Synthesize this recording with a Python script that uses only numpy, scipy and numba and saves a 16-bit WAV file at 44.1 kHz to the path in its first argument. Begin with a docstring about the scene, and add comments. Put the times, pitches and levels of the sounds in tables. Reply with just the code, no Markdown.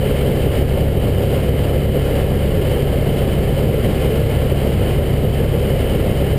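"""In the cabin of a turbine helicopter in cruise: the throb of the main rotor and the tones of tail rotor and
drive shaft, all sums of harmonics geared to one slowly changing speed. With them come gearbox whistles, made of
narrow noise that follows this speed, and the rumble and rush of air on the cabin shell, made of coloured noise.
A small camera compresses the peaks and samples coarsely, which mirrors the sound into the treble."""
import sys
import numpy as np
from scipy import signal
from scipy.io import wavfile
from scipy.ndimage import uniform_filter1d
from numba import njit

SR = 44100
rng = np.random.default_rng(int(sys.argv[2]) if len(sys.argv) > 2 else 0)


def unload_wav(signal):
    """Save mono or channel-first audio to the path in sys.argv[1] as 16-bit WAV at rate SR, clipped to [-1, 1]."""
    wavfile.write(
        sys.argv[1],
        SR,
        np.round(np.clip(np.atleast_2d(signal).T, -1, 1) * 32767).astype(np.int16),
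    )


def makeup_ratio(level_db):
    """Linear amplitude ratio for a level in decibels (20 dB per factor of ten)."""
    decades = np.asarray(level_db, float) / 20
    return 10 ** decades


N = 281358  # length in samples

# rates of the geared parts, as fractions of the drive-train speed
MAIN_RATIO, TAIL_RATIO, SHAFT_RATIO = 19.5 / 137.75, 1 / 2, 100.97 / 137.75


def evened(x):
    """Scales a signal to an rms of 1."""
    return x / np.sqrt(np.mean(x ** 2) + 1e-20)


def drift(rate_hz):
    """Slow random curve of rms 1: sines of random phase, the slower the larger."""
    t = np.arange(0, N + 400, 400) / SR
    hz = np.geomspace(.1, 1, num=16)[:, None] * rate_hz
    sines = np.sin(2 * np.pi * (hz * t + rng.random(hz.shape)))
    slow = (sines / np.sqrt(hz)).sum(axis=0)
    return np.interp(np.arange(N) / SR, t, evened(slow))


def quick(frames, size):
    """Random curve of rms 1 that changes within a tenth of a second and has no slow drift."""
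    draw = rng.standard_normal(frames)
    return evened(uniform_filter1d(draw, size=size) - uniform_filter1d(draw, size=20))


def drive_turns():
    """Running count of cycles at the speed that all the geared parts share."""
    # second harmonic of the tail-rotor blade rate: t/s, f/Hz
    speed_table = [(0.0, 138.07), (0.8, 138.3), (1.6, 138.01), (2.4, 137.83), (3.2, 137.62), (4.0, 137.28),
                   (4.7, 137.23), (5.3, 137.62), (5.9, 138.04), (6.38, 137.97)]
    speed_hz = np.interp(np.arange(N) / SR, *np.transpose(speed_table))
    return np.cumsum(speed_hz) / SR


def rotating(cycles, orders, waver_db, wobble_rad):
    """Cosines at multiples of one rate add up to a pressure pulse per cycle; each wavers in level and phase."""
    start = rng.random()
    total = np.zeros(N)
    for multiple, db in orders:
        loudness = np.sqrt(2) * makeup_ratio(db + waver_db * drift(3))
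        phase = 2 * np.pi * round(multiple) * (cycles + start) + wobble_rad * drift(3)
        total += loudness * np.cos(phase)
    return total


def drive_train():
    """Main rotor, tail rotor and drive shaft turn in fixed ratios, so their tones rise and fall together."""
    # main-rotor harmonics: multiple of the blade-pass rate, level/dB over throb_db
    main_orders = [(1, -1), (2, 4.5), (3, -2), (4, -13), (5, -8), (6, -11), (8, -6), (10, -5)]
    # tail-rotor harmonics: multiple of the blade rate, rms level/dB
    tail_orders = [(1, -23.5), (2, -23.5), (3, -36), (4, -39.5)]
    # drive-shaft harmonics: multiple of the shaft rate, rms level/dB
    shaft_orders = [(1, -26.5), (2, -48.5), (3, -50)]
    throb_db = -32.5  # rms level to which the main-rotor harmonics refer
    turns = drive_turns()
    # the lowest tone wavers more in level than the slap above it
    blade_pass = makeup_ratio(throb_db) * rotating(MAIN_RATIO * turns, main_orders[:1], 2.6, .2)
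    slap = makeup_ratio(throb_db) * rotating(MAIN_RATIO * turns, main_orders[1:], 0.67, 0.38)
    tail = rotating(TAIL_RATIO * turns, tail_orders, 0.9, 0.17)
    shaft = rotating(SHAFT_RATIO * turns, shaft_orders, 1.8, 0.17)
    return blade_pass + slap + tail + shaft


def gearbox():
    """Meshing gears whistle fuzzily: narrow bands of noise that ride on the drive-train speed."""
    # gear-mesh whistles: f/Hz at the mean speed, width/Hz, rms level/dB
    whistles = [(1297, 6, -55), (3008, 55, -47.5), (4543, 8, -64), (4561, 6, -62), (5195, 14, -73)]
    turns, out = drive_turns(), np.zeros(N)
    mean_speed_hz = turns[-1] * SR / N
    for hz, width_hz, db in whistles:
        r = np.exp(-np.pi * width_hz / SR)
        noise = rng.standard_normal(N) + 1j * rng.standard_normal(N)
        fuzz = signal.lfilter([1], [1, -r], noise)
        carrier = np.exp(2j * np.pi * hz * turns / mean_speed_hz)
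        out += makeup_ratio(db) * evened((fuzz * carrier).real)
    return out


def airflow():
    """Air rushes over the shell: random short-time spectra with resonances, patches and a swelling treble."""
    # colour of the air noise on the shell: f/Hz, relative level per Hz/dB
    shell = [(10, -74), (28, -60), (34, -62), (45, -43.5), (80, -41.5), (200, -46.5), (280, -51.5),
             (350, -50), (385, -46.5), (560, -47), (640, -56), (720, -57), (950, -68), (1500, -72.5),
             (2500, -74.5), (3500, -79.5), (4700, -78.5), (5300, -83.5), (5650, -91), (6050, -90.5)]
    # cabin and camera-housing resonances: f/Hz, width/Hz, lift/dB (below 0 a dip)
    rings = [(430, 96, 1.5), (1083, 73, 2), (1384, 49, 4.5), (1712, 184, 4.5), (2114, 340, 6.5),
             (3110, 140, 1.5), (3002, 620, 12), (3920, 100, 3.5), (240, 23, 2.5), (4300, 200, -2)]
    # slow swell of the treble of the rush: t/s, relative level/dB
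    rush = [(0, 1), (.75, 0), (.95, -3), (1.32, 2), (1.5, -2), (1.68, 1), (1.88, -3.1), (2.1, 0.9),
            (2.54, -2.5), (2.72, 2.5), (2.87, -1.5), (3.22, .3), (3.42, -1.3), (4.0, 1.4), (4.7, 0),
            (4.9, 1.5), (5.1, -2.5), (5.8, 0.5), (6.38, -0.6)]
    hop = 512  # samples from one spectrum to the next
    frames, hz = N // hop + 5, np.fft.rfftfreq(2048, 1 / SR)
    real, imaginary, patches = rng.standard_normal((frames, len(hz), 3)).T
    # smooth over neighbouring frequencies, then over time
    patches = uniform_filter1d(patches, size=20, axis=0)
    patches = evened(uniform_filter1d(patches, size=6, axis=1))

    f, shell_db = np.transpose(shell)
    colour_db = np.interp(np.log(hz + 1), np.log(f + 1), shell_db)
    for f0, width_hz, lift_db in rings:
        colour_db += lift_db / (1 + (2 * (hz - f0) / width_hz) ** 2)

    flicker_db = 0.68 * quick(frames, size=5)
    swell_db = np.interp(np.arange(frames) * hop / SR, *np.transpose(rush)) + flicker_db
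    # the share of the swell grows from none in the bass to all in the treble, half at 400 Hz
    follows = hz ** 2 / (hz ** 2 + 400 ** 2)
    field_db = colour_db[:, None] + follows[:, None] * swell_db + 0.32 * patches
    # buffeting makes the low rumble come in lumps
    lumps_db = 2.18 * quick(frames, size=4)
    field_db += lumps_db / (1 + (hz[:, None] / 450) ** 2)
    spectra = (real + 1j * imaginary) * makeup_ratio(field_db)
    air = signal.istft(spectra, nperseg=2048, noverlap=2048 - hop)[1][:N]

    # the air noise has little below about 36 Hz
    air = signal.sosfilt(signal.butter(4, 36, "high", fs=SR, output="sos"), air)
    # every passing blade stirs the air a little
    beat_db = .6 * np.cos(2 * np.pi * (MAIN_RATIO * drive_turns() + rng.random()))
    return makeup_ratio(-18.0) * makeup_ratio(beat_db) * evened(air)


def scene():
    """All the sounds add up at one microphone."""
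    return (drive_train() + gearbox() + airflow())[None]


@njit
def follow(level, rise, fall):
    """Peak follower: quick up, slow down."""
    out, held = np.empty(len(level)), level[:2000].mean() * 2
    for i in range(len(level)):
        held += (rise if level[i] > held else fall) * (level[i] - held)
        out[i] = held
    return out


def top_cut(x):
    """Nothing passes above the cut-off."""
    return signal.sosfilt(signal.butter(12, 16240, fs=SR, output="sos"), x)


def record(dry):
    """Camera: coarse sampling, gain that ducks after each peak, samples held in steps, band limit."""
    coarse_hz, fine_hz, edge_hz = 12000, 48000, 15310
    attack_s, release_s = .006, 0.054
    coarse = signal.resample(dry[0], N * coarse_hz // SR)
    rise = 1 / (attack_s * coarse_hz + 1)
    fall = 1 / (release_s * coarse_hz + 1)
    held = follow(np.abs(coarse), rise, fall)
    held_db = 20 * np.log10(held + 1e-9)
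    # each dB above the mean level is turned down by 0.8 dB, each dB below is turned up as much
    ducked = coarse * makeup_ratio(-.8 * (held_db - held_db.mean()))
    # each sample is repeated, so the spectrum is mirrored at half the coarse rate
    steps = signal.resample(np.repeat(ducked, fine_hz // coarse_hz), N)
    low_pass = signal.firwin(1023, edge_hz, window=("kaiser", 7), fs=SR)
    mix = signal.oaconvolve(steps, low_pass, "same")[None]
    return top_cut(mix)


dry = scene()
out = record(dry)
unload_wav(out)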